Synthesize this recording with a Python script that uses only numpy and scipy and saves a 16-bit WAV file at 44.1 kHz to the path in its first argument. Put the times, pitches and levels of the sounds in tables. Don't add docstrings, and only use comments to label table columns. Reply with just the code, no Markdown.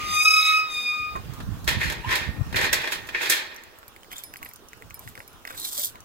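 import sys
import numpy as np
from scipy import signal
from scipy.fft import rfft, irfft, next_fast_len
from scipy.io import wavfile
from scipy.ndimage import uniform_filter1d

SR = 44100
rng = np.random.default_rng(int(sys.argv[2]) if len(sys.argv) > 2 else 0)


def log_audio(samples):
    frames = np.atleast_2d(samples).T
    limited = np.clip(frames, -1, 1)
    pcm = np.round(limited * 32767).astype(np.int16)
    wavfile.write(sys.argv[1], SR, pcm)


N = 266364
T = np.arange(N) / SR
HZ = np.fft.rfftfreq(next_fast_len(N + 4096), 1 / SR)


def amp(db):
    return 10 ** (np.asarray(db) / 20)


def evened(x):
    return x / np.sqrt(np.mean(x ** 2) + 1e-20)


def read(points, hz):
    f, value = np.transpose(points)
    return np.interp(np.log(hz + 1), np.log(f + 1), value)


def columns(rows, size=N):
    s, *cols = np.transpose(rows)
    t = T[:size]
    since_start = t - s[0] + (s[0] < .01)
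    gate = np.clip(np.minimum(since_start, s[-1] - t) / .012, 0, 1)
    return gate, [np.interp(t, s, c) for c in cols]


def coloured(x, points):
    db = read(points, abs(np.fft.fftfreq(4096, 1 / SR)))
    log_gain = np.log(evened(amp(np.maximum(db, -90))))
    taps = np.fft.ifft(np.exp(np.conj(signal.hilbert(log_gain)))).real[:2048]
    filtered = signal.oaconvolve(np.atleast_2d(x), taps[None], axes=1)
    return filtered[:, :x.shape[-1]].reshape(x.shape)


def wander(hz, count, size=N):
    b, a = signal.butter(2, hz, fs=SR / 16)
    slow = signal.lfilter(b, a, rng.standard_normal((count, size // 16 + 1)))
    smooth = uniform_filter1d(np.repeat(slow, 16, axis=1), size=16)
    return evened(smooth[:, :size])


def split(x, hz):
    low = signal.sosfilt(signal.butter(4, hz, fs=SR, output="sos"), x)
    high = signal.sosfilt(signal.butter(4, hz, "high", fs=SR, output="sos"), x)
    return low, high


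def modes(table, count):
    t = T[:count]
    return np.array([amp(db - 60 * t / t60) * np.sin(2 * np.pi * hz * t) for hz, db, t60 in table])


def strikes(times, db):
    out = np.zeros(N)
    np.add.at(out, (np.asarray(times) * SR).astype(int), amp(db))
    return out


def ports(x, lead, pan_db, echo_db, t60):
    size, turn = 2 * len(HZ) - 2, np.exp(.5j * lead)
    gains = [turn * amp(pan_db / 2), turn.conj() * amp(-pan_db / 2)]
    direct = irfft(rfft(x, size) * gains, size)[:, :N]
    t = T[:SR // 5]
    sparse = rng.standard_normal((2, len(t))) * (rng.random((2, len(t))) < .05)
    taps = sparse * amp(-60 * t / t60) * (t > .003)
    echoes = signal.fftconvolve(direct, taps / np.linalg.norm(taps[0]), axes=1)[:, :N]
    return direct + amp(echo_db) * echoes


# frequency in Hz, relative density in dB per Hz.
YARD_SPECTRUM = [(59, 5.5), (100, -35), (194, -2.5), (437, 0), (564, -4), (1300, -1.5), (2170, -12.5),
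                 (2860, -9), (4480, -13.5), (7170, -16.5), (9470, -20.5), (15100, -17), (16500, -14)]
# time in seconds, level in dB.
YARD_LEVEL = [(0.0, -41), (0.3, -45), (2.35, -46.5), (2.9, -43), (3.4, -51.5), (3.8, -52), (6.04, -51)]
# frequency in Hz, likeness from -1 to 1 (clipped there).
YARD_LIKENESS = [(60, -0.45), (240, 1), (950, 0.41), (3770, -0.23), (15000, 0.22)]


def yard():
    frames, hz = N // 256 + 5, np.fft.rfftfreq(1024, 1 / SR)
    a, b, c, d, patches = rng.standard_normal((frames, 513, 5)).T
    patches = uniform_filter1d(patches, size=14, axis=0)
    patches = evened(uniform_filter1d(patches, size=12, axis=1))
    same = np.clip(read(YARD_LIKENESS, hz), -1, 1)[:, None]
    left = a + 1j * b
    right = same * left + np.sqrt(1 - same ** 2) * (c + 1j * d)
    z = np.array([left, right]) * amp(read(YARD_SPECTRUM, hz)[:, None] + 2.2 * patches)
    noise = evened(signal.istft(z, nperseg=1024, noverlap=768)[1][:, :N])
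    return amp(columns(YARD_LEVEL)[1][0] + [[-1.2], [1.2]]) * noise


# time in seconds, level in dB, left over right in dB.
GUSTS = [(0.0, -41.5, 6), (0.17, -43.5, -10.5), (0.27, -52.5, -3.0), (0.86, -58, -5), (1.26, -38, -9),
         (1.29, -37.5, -21), (1.41, -36.5, 1), (1.44, -34, -14.5), (1.56, -31, -16), (1.6, -31, -6),
         (1.7, -30, -13.5), (1.9, -34.5, -11), (1.95, -36, 5.5), (2.2, -37.5, -9), (2.37, -32.5, 9),
         (2.49, -32.5, -4), (2.56, -33, 11), (2.69, -33, -9), (2.82, -48, -9.5), (3.75, -62, 4.5),
         (4.79, -61, -12.5), (5.06, -44, 1), (5.18, -59, -2), (6.04, -56, -3)]
# frequency in Hz, relative density in dB per Hz.
BUFFET_SPECTRUM = [(8.8, -40), (15, -71), (43, -0.5), (111, 1), (160, -5), (301, -14), (382, -27),
                   (438, -29), (900, -34), (1170, -29), (1980, -120)]


def wind():
    db, pan_db = columns(GUSTS)[1]
    lumpy = rng.standard_normal((2, N)) * amp(6.0 * wander(20.7, count=2))
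    lumps = evened(coloured(lumpy, BUFFET_SPECTRUM))
    return lumps * amp(db + 1.05 * wander(4.9, count=2) + np.array([pan_db, -pan_db]) / 2)


# start in seconds, length in seconds, hiss level in dB before
# the swell, rub over hiss in dB, whistle pitch in Hz, whistle over hiss in dB.
SLIDES = [(4.117, 0.019, -52.5, 2.5, 3360, 7), (4.165, 0.034, -48, -4.5, 3485, 5.5),
          (4.24, 0.015, -58, -12, 3330, -19), (4.42, 0.074, -58.5, -2, 3680, -21),
          (5.016, 0.081, -54, -5, 3620, -7), (5.168, 0.055, -61.5, 2, 3700, -15),
          (5.47, 0.094, -55.5, 4, 3630, -2), (5.576, 0.28, -37.5, -20, 3910, 1),
          (5.792, 0.0064, -38.5, -30, 3900, -25), (5.84, 0.013, -38, -26, 3900, -25)]
# frequency in Hz, relative density in dB per Hz.
HISS_SPECTRUM = [(1470, -44), (2500, -26), (3350, 5.5), (3800, 3), (4180, 1.5), (7370, 2), (8170, 7),
                 (9050, 0.5), (15000, 5), (16100, -22), (16500, -27)]
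SLIDE_RISE_S, SLIDE_FALL_S, SLIDE_SWELL_DB = 0.0093, 0.021, 1.5
WHISTLE_S = 0.078


def slides():
    graininess_db = 2.0 * wander(240, count=1) + 2.4 * wander(27, count=1)
    grains = rng.standard_normal((5, N)) * amp(graininess_db)
    wide = .75 * grains[0] + .65 * grains[3:]
    hiss = coloured(wide, HISS_SPECTRUM)
    rub = evened(split(split(grains[1], 2280)[0], 695)[1])
    narrow = evened(split(grains[2], 235)[0])
    stray = np.cumsum(60. * wander(11.8, count=1)[0]) / SR
    out = np.zeros((2, N))
    for s, length, db, rub_db, hz, whistle_db in SLIDES:
        landing, lifting = (T - s) / SLIDE_RISE_S, (s + length - T) / SLIDE_FALL_S
        gate = np.exp(np.minimum(0, np.minimum(landing, lifting)))
        pressing = amp(SLIDE_SWELL_DB * (np.clip((T - s) / length, 0, 1) + 0.5))
        whistle_fade = np.exp(np.minimum(0, s + WHISTLE_S - T) / 0.017)
        whistle = narrow * np.cos(2 * np.pi * (hz * T + stray)) * whistle_fade
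        out += gate * pressing * amp(db) * (hiss + amp(rub_db) * rub + amp(whistle_db) * whistle)
    return out


# time in seconds, level in dB, pitch in Hz.
TICKS = [(0.829, -33, 6220), (0.9208, -61, 6240), (3.545, -37, 12800), (3.563, -31.5, 5900),
         (3.787, -34.5, 13300), (4.127, -26, 13100), (4.167, -32, 7200), (4.182, -24, 7250),
         (4.1924, -36, 14100), (4.3372, -38, 5780), (4.4288, -26.5, 13100), (4.536, -28.5, 14300),
         (4.686, -34, 5940), (4.7726, -43, 11200), (4.9014, -36, 6000), (5.089, -32, 11600),
         (5.474, -26.5, 5130), (5.5258, -37, 5040), (5.599, -20, 10700), (5.7239, -28, 12850),
         (5.7958, -14, 13900), (5.819, -18, 14800), (5.8472, -11, 13400), (5.8564, -15, 12200),
         (6.005, -34.5, 6000)]
TICK_T60_S = .014


def ticks():
    out, t = np.zeros(N + 8000), T[:8000]
    for (s, db, hz), grit in zip(TICKS, rng.standard_normal((len(TICKS), 8000))):
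        tick = 0.56 * split(grit, 5600)[1] + 0.61 * np.sin(2 * np.pi * hz * t)
        out[int(s * SR):][:8000] += amp(db - 60 * t / TICK_T60_S) * tick
    return out[:N]


# time in seconds, tick level in dB, long ring in dB, short ring in dB,
# time the long ring stays free in seconds.
CLINKS = [(3.637, -35.5, -95, -71, 0.016), (3.8807, -34.5, -59.5, -45, 0.1),
          (4.2369, -24, -41.5, -36.5, 0.13), (4.369, -31.5, -49, -48, 0.023),
          (4.4483, -47, -53, -39.5, 0.035), (4.4894, -44, -52, -43, 0.023), (4.5599, -31, -68, -69, 0.06),
          (4.9432, -35, -46, -39, 0.038), (4.9932, -30, -63, -42, 0.071), (5.1926, -41, -55, -54, 0.14),
          (5.278, -40, -54, -45.5, 0.047), (5.3305, -44, -58, -62, 0.081)]
# frequency in Hz, relative level in dB, 60 dB decay in seconds.
TAG_LONG = [(5110, -7, .4), (10390, 1, .3)]
# frequency in Hz, relative level in dB, 60 dB decay in seconds.
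TAG_SHORT = [(2320, -11, 0.082), (7470, -11.5, 0.03), (9050, -36, 0.02), (12200, 9, 0.022),
             (14700, -3, 0.027)]


def tag():
    out, t = np.zeros(N + 8000), T[:8000]
    long, short = modes(TAG_LONG, count=8000).sum(0), modes(TAG_SHORT, count=8000).sum(0)
    for (s, db, long_db, short_db, free_s), grit in zip(CLINKS, rng.standard_normal((len(CLINKS), 8000))):
        tick = split(grit, 3400)[1] * amp(db - 60 * t / 0.0086)
        held = np.clip((free_s - t) / 0.0064, 0, 1)
        out[int(s * SR):][:8000] += tick + held * amp(long_db) * long + amp(short_db) * short
    return out[:N]


# time in seconds, level in dB, pitch in Hz.
THUDS = [(1.154, -24, 1070), (1.408, -41, 854), (2.543, -28, 396), (2.731, -31.5, 655), (2.839, -47, 544),
         (3.308, -34, 500), (3.783, -53, 650), (4.417, -40, 1113), (4.812, -45.5, 450), (5.177, -46, 530),
         (5.258, -58, 1020), (5.519, -47, 527), (5.784, -38, 583), (5.948, -42, 1012)]


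def thuds():
    out, t = np.zeros(N + 2000), T[:2000]
    for (s, db, hz), grit in zip(THUDS, rng.standard_normal((len(THUDS), 2000))):
        thud = np.sin(2 * np.pi * hz * t) + 1.45 * split(grit, 1650)[0]
        out[int(s * SR):][:2000] += amp(db - 60 * t / 0.14) * thud * (1 - np.exp(-t / 0.0004))
    return out[:N]


# time in seconds, level in dB, pitch in Hz, treble over body in dB.
CLAWS = [(3.618, -60, 1640, -34), (3.83, -31.5, 1460, -20), (3.9634, -33.5, 2120, -2),
         (4.033, -35.5, 3100, -4), (4.0458, -39, 2080, -4), (4.1167, -28.5, 2080, -2),
         (4.131, -27, 2220, -4), (4.3388, -26, 1750, -2), (4.3592, -28.5, 2030, -6),
         (4.3904, -40, 2440, -2), (4.4291, -25, 2080, -24), (4.4583, -32, 2120, -17),
         (4.4623, -27, 1950, -8), (4.513, -36, 2060, -4), (4.7324, -30, 1960, -1.5),
         (4.823, -30.5, 2000, -9), (4.9077, -28.5, 2170, -6), (5.0764, -28.5, 1890, -5.5),
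         (5.154, -29.5, 2170, -3.5), (5.177, -27.5, 1680, -10), (5.204, -27, 1980, -19),
         (5.452, -21.5, 2000, -8.5), (5.4763, -24, 1890, -14), (5.5065, -24, 1470, -16),
         (5.564, -49, 2380, 1), (5.6536, -33.5, 2320, 5), (5.8017, -31.5, 2200, 2), (5.9567, -35, 2150, 0)]


def claws():
    out, t = np.zeros(N + 2000), T[:2000]
    for (s, db, hz, treble_db), grit in zip(CLAWS, rng.standard_normal((len(CLAWS), 2000))):
        body = split(split(grit, 3140)[0], 690)[1] * amp(-60 * t / 0.014)
        knock = np.sin(2 * np.pi * hz * t) * amp(-60 * t / 0.0083) + 0.69 * body
        tick = amp(treble_db) * split(grit * amp(-60 * t / 0.0034), 3500)[1]
        out[int(s * SR):][:2000] += amp(db) * (knock + tick)
    return out[:N]


# frequency in Hz, relative density in dB per Hz.
MESH_SPECTRUM = [(150, -45), (250, -18), (337, -9.5), (504, -9.5), (703, -11.5), (999, -8.5), (1320, -11.5),
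                 (1810, 4), (3300, 0.5), (5470, -14.5), (8330, -15), (10600, -19), (11400, -14.5),
                 (14600, -18.5), (15700, -21), (16500, -21.5)]
# frequency in Hz, 60 dB decay in seconds.
WASH_DECAY = [(300, 0.037), (1000, 0.093), (2000, 0.057), (4000, 0.17), (7000, 0.14), (16000, 0.1)]
# frequency in Hz, relative level in dB, 60 dB decay in seconds.
BARS = [(980, -14, .3), (1530, -9, .3), (1696, -10, .4), (1770, -4, .4), (1800, -1, .5), (1845, 0, .8),
        (1945, -4, .4), (2030, -6, .35), (2130, -6, .35), (2235, -5, .4), (2380, -10, .35),
        (2500, -10, .45), (2896, -9, .3), (3100, -11, .3), (3380, -7, .4), (3530, -9, .3), (3700, -10, .3),
        (3900, -11, .25), (4240, -11, .25), (4510, -12, .35)]
CRACK_T60_S = .04


def panels(count):
    size = SR * 3 // 4
    own = rng.standard_normal((count, 3, size))
    noise = .62 * own[:, :1] + .78 * own[:, 1:]
    crack = noise * amp(-60 * T[:size] / CRACK_T60_S) * (1 - np.exp(-T[:size] / .0008))
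    hz, t, z = signal.stft(noise[..., ::-1], SR, nperseg=256)
    dying = z * amp(-60 * t / read(WASH_DECAY, hz)[:, None])
    wash = signal.istft(dying, SR, nperseg=256)[1][..., :size]
    ring = evened(crack) + amp(-2.0) * evened(wash)
    ring = coloured(ring.reshape(-1, size), MESH_SPECTRUM).reshape(ring.shape)
    bars = amp(3.5 * rng.standard_normal((count, 2, len(BARS)))) @ modes(BARS, count=size)
    ring = ring + amp(-14.0) * evened(bars)
    return ring / (2 * np.sqrt(np.mean(ring[..., :100] ** 2)))


# loudest moment in seconds, level in dB, rise in seconds,
# 60 dB decay in seconds at haste 1, treble over body in dB, bass over body in dB.
RATTLES = [(1.679, -34, 0.018, 0.34, -3.5, -3.5), (1.828, -39.5, 0.12, 0.59, -7.5, -8),
           (1.911, -52, 0.031, .3, -35, 7), (2.112, -35.5, 0.11, 0.38, -11, -4.5),
           (2.158, -39.5, 0.031, 0.48, -7, -3), (2.57, -35.5, .06, 0.21, -8, 0.5),
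           (2.638, -33, 0.15, 0.27, -9.5, -2.5), (2.728, -36.5, 0.03, 0.67, -8.5, -5),
           (2.85, -46, 0.02, 0.53, -13, 1), (2.918, -40, 0.03, 0.25, -0.5, -3),
           (3.15, -41.5, 0.059, 0.75, -19, -7), (3.219, -38.5, 0.057, 0.91, -5, -2.5),
           (3.298, -33, 0.019, 0.43, 3, -10.5)]
RISE_DB = 40.5


def shaking(offset_db, haste, size):
    power = 0
    for (s, db, rise, t60, *_), more_db in zip(RATTLES, offset_db):
        late = T[:size] - s
        course_db = np.where(late < 0, RISE_DB * late / rise, -60 * haste * late / t60)
        power = power + amp(db + more_db + course_db) ** 2
    return np.sqrt(power)


# time in seconds, level in dB, treble over body in dB,
# bass over body in dB.
BANGS = [(1.159, -42, 11.5, 23.5), (1.3352, -44, 15.5, -2), (1.4021, -28, -6, 9.5), (1.643, -39.5, 13.5, 9),
         (1.6762, -6.5, -5, -1), (1.688, -9.5, -6, -21), (1.8139, -11, -26, -4), (1.8293, -14.5, -32, -8),
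         (1.8985, -15.5, -2.5, -2), (1.921, -21, 2, -9), (2.09, -18, -17, 2), (2.108, -23.5, -13, -6),
         (2.1265, -10.5, -11, -5), (2.1545, -7.5, -4, -3), (2.5265, -23, -5.5, 7.5), (2.5436, -14, -34, -4),
         (2.559, -9.5, -6, -17), (2.565, -6.5, -11, -14), (2.611, -11.5, -5.5, 0), (2.7297, -7, 5.5, -4.5),
         (2.817, -25, 0, -26), (2.84, -15, -15, 2), (2.8738, -14, -11, 0), (2.9197, -14, -9, -22),
         (3.07, -34.5, 6.5, -3), (3.0878, -18.5, -9.5, -1), (3.147, -9, -40, -6.5), (3.2084, -14, -23, -4),
         (3.2983, -14, 15.5, 3.5), (3.3214, -9, -25, -16)]
# frequency in Hz, lead of the left port in radians.
GATE_PHASE = [(0, 0), (950, -.9), (1550, -4.6), (2670, -6.6), (3620, -11.9), (4220, -12.9), (6800, -18.1),
              (16500, -41)]
BASS_HASTE, BODY_HASTE, UPPER_HASTE, TREBLE_HASTE = 0.69, 0.93, 1.02, 1.75
BASS_HZ, UPPER_HZ, TREBLE_HZ = 1300, 2643, 5200
UPPER_SHARE = 0.23


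def mesh():
    end = 4 * SR
    sizes = amp(2.35 * np.minimum(rng.exponential(1, end), 4))
    contacts = rng.random(end) < 1200. / SR
    hail = evened(rng.choice([-1., 1.], end) * sizes * contacts)
    bright_db, dull_db = np.transpose(RATTLES)[4:]
    s, peak_db, treble_db, low_db = np.transpose(BANGS)

    def band(rattle_db, haste, bang_db):
        return hail * shaking(rattle_db, haste, end) + strikes(s, peak_db + bang_db)[:end]

    low = band(dull_db, BASS_HASTE, low_db)
    body = band(0 * dull_db, BODY_HASTE, 0)
    upper = band(UPPER_SHARE * bright_db, UPPER_HASTE, UPPER_SHARE * treble_db)
    treble = band(bright_db, TREBLE_HASTE, treble_db)
    rings = panels(count=4)
    which, out = rng.integers(0, len(rings), end), 0
    for k, ring in enumerate(rings):
        on = which == k
        drive = split(low * on, BASS_HZ)[0] + split(treble * on, TREBLE_HZ)[1]
        drive = drive + split(split(body * on, BASS_HZ)[1], UPPER_HZ)[0]
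        drive = drive + split(split(upper * on, UPPER_HZ)[1], TREBLE_HZ)[0]
        out = out + signal.fftconvolve(drive[None], ring, axes=1)
    return ports(out, np.interp(HZ, *np.transpose(GATE_PHASE)), -2.2, -7, .08)


def sung(rows, size, waver_hz, flutter_db, third):
    on, (hz, db) = columns(rows, size)
    waver, flutter = wander(76, count=2, size=size)
    turns = np.cumsum(hz + waver_hz * waver) / SR
    wave = np.sin(2 * np.pi * turns) + third * np.sin(2 * np.pi * 3 * turns)
    return on * np.sqrt(2) * amp(db + flutter_db * flutter) * wave


# time in seconds, level in dB.
GRIT_LEVEL = [(0, -36), (.15, -36), (.25, -67), (.3, -52), (.48, -35.5), (.6, -45.5), (.75, -48.5),
              (1.03, -54.5), (1.25, -63), (1.42, -55)]
# frequency in Hz, relative density in dB per Hz.
GRIT_SPECTRUM = [(300, -23), (1000, -3), (2000, 22), (3000, 14.5), (5000, 10), (8000, -3), (12000, -25),
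                 (16000, -2)]


def grinding(end):
    unsteady = amp(1.2 * wander(150, count=1, size=end)[0])
    grit = amp(columns(GRIT_LEVEL, end)[1][0]) * rng.standard_normal(end) * unsteady
    bars = modes(BARS, count=SR // 2).sum(0)
    stirred = signal.oaconvolve(grit, bars / np.linalg.norm(bars))[:end]
    return coloured(grit, GRIT_SPECTRUM) + amp(-5.5) * stirred


# time in seconds, levels of the first, second, third and fourth harmonic in dB.
SQUEAL = [(0, -34.5, -42, -68, -60), (.086, -33.5, -46, -40, -39), (.175, -24.5, -22.5, -29.5, -32),
          (.225, -31.5, -16, -29.5, -27), (.244, -35, -43, -42, -32), (.258, -18, -18, -26, -22),
          (.29, -26.5, -20.5, -32.5, -24.5), (.4, -20, -23.5, -26.5, -26.5), (.432, -33, -27.5, -26.5, -26),
          (.5, -21, -23, -24, -31), (.59, -24, -22.5, -41.5, -33), (.675, -34, -43.5, -43, -50),
          (.76, -45, -30, -29.5, -41), (.79, -36, -27, -29.5, -37), (.82, -50.5, -38, -33.5, -41),
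          (.87, -45, -23.5, -33.5, -34.5), (.936, -35, -29, -36, -42), (1.06, -33.5, -31.5, -48, -52),
          (1.126, -37, -41, -48, -52), (1.256, -68, -68, -68, -74), (1.37, -51, -81, -78, -70),
          (1.42, -53, -72, -72, -75)]
# time in seconds, level in dB.
OVERTONE_LEVEL = [(0, -69.5), (.15, -48), (.28, -48), (.48, -51.5), (.59, -57.5), (.66, -83), (.72, -59),
                  (.88, -64.5), (1, -72.5), (1.2, -101), (1.42, -93)]
# multiple of the slip rate, offset in dB.
OVERTONES = [(5, 13), (6, 10), (7, 14), (8, 2.5), (9, 1.5), (10, 2.5), (11, 3.5), (12, 8)]
# time in seconds, slip rate in Hz.
SLIP_RATE = [(0, 1218), (.1, 1230), (.21, 1236), (.26, 1265), (.3, 1269), (.58, 1268), (.68, 1262),
             (.72, 1232), (.8, 1230), (1.42, 1229)]
RASP, RASP_HZ = 0.087, 430
THROB_S, THROB_HZ, THROB = (0.2404, .37), 34.5, 0.32


def squeal(end):
    level_db = columns(SQUEAL, end)[1]
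    hz, top_db = columns(SLIP_RATE, end)[1][0], columns(OVERTONE_LEVEL, end)[1][0]
    since = T[:end] - THROB_S[0]
    throbbing = (since > 0) * (T[:end] < THROB_S[1])
    throb = 1 - THROB * np.cos(2 * np.pi * THROB_HZ * since) * throbbing
    rows = list(enumerate(level_db, 1)) + [(k, top_db + db) for k, db in OVERTONES]
    beats = wander(51, count=2 * len(rows), size=end).reshape(2, len(rows), end)
    smears = wander(RASP_HZ, count=2 * len(rows), size=end).reshape(2, len(rows), end)
    uneven = np.interp(hz, [1238, 1258], [.45, 1])
    jitter_hz = 2.5 * wander(44, count=1, size=end)[0]
    turns, tone = np.cumsum(hz + jitter_hz) / SR, 0
    for (k, db), beat, smear in zip(rows, beats[0] + 1j * beats[1], smears[0] + 1j * smears[1]):
        depth = uneven * min(.03 + .13 * k, 1.3)
        flutter = 1 + depth * beat + RASP * (k - 1) * uneven ** 2 * smear
        wave = flutter / np.sqrt(1 + 2 * depth ** 2) * np.exp(2j * np.pi * k * turns)
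        tone = tone + np.sqrt(2) * amp(db) * wave.imag * (throb if k > 1 else 1)
    return tone


# time in seconds, pitch in Hz, level in dB.
GROAN = [(2.02, 963, -60), (2.048, 975, -36), (2.07, 1040, -39), (2.118, 1045, -38), (2.14, 990, -38),
         (2.19, 1050, -44)]
# time in seconds, pitch in Hz, level in dB.
BAR_TONE = [(0.2, 2274, -25), (0.248, 2280, -51), (0.284, 2272, -43.5), (0.53, 2190, -35.5),
            (0.54, 2251, -64), (0.622, 2234, -53), (0.646, 2296, -64), (0.68, 2283, -54)]
# frequency in Hz, lead of the left port in radians.
HINGE_PHASE = [(0, 0), (1380, -1.4), (2330, -6.9), (3100, -8.2), (3620, -12.9), (5080, -15.4),
               (7410, -20.8), (16500, -30)]


def hinge():
    end = round(GROAN[-1][0] * SR)
    gate = columns(SQUEAL, end)[0]
    out = gate * (squeal(end) + grinding(end))
    out = out + sung(GROAN, end, waver_hz=22., flutter_db=3.5, third=.3)
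    out = out + sung(BAR_TONE, end, waver_hz=4.3, flutter_db=1.3, third=0)
    return ports(out, np.interp(HZ, *np.transpose(HINGE_PHASE)), -.6, -10, .12)


LAG_S = .00041


def scene():
    near_paws = claws() + thuds() + tag() + ticks() + slides()
    pups = ports(near_paws, -2 * np.pi * HZ * LAG_S, -2.5, -5, .03)
    return yard() + wind() + pups + mesh() + hinge()


EDGE_HZ = 15950


def record(dry):
    low_pass = signal.firwin(511, EDGE_HZ, window=("kaiser", 9), fs=SR)
    return signal.oaconvolve(dry, low_pass[None], "same")


dry = scene()
out = record(dry)
log_audio(out)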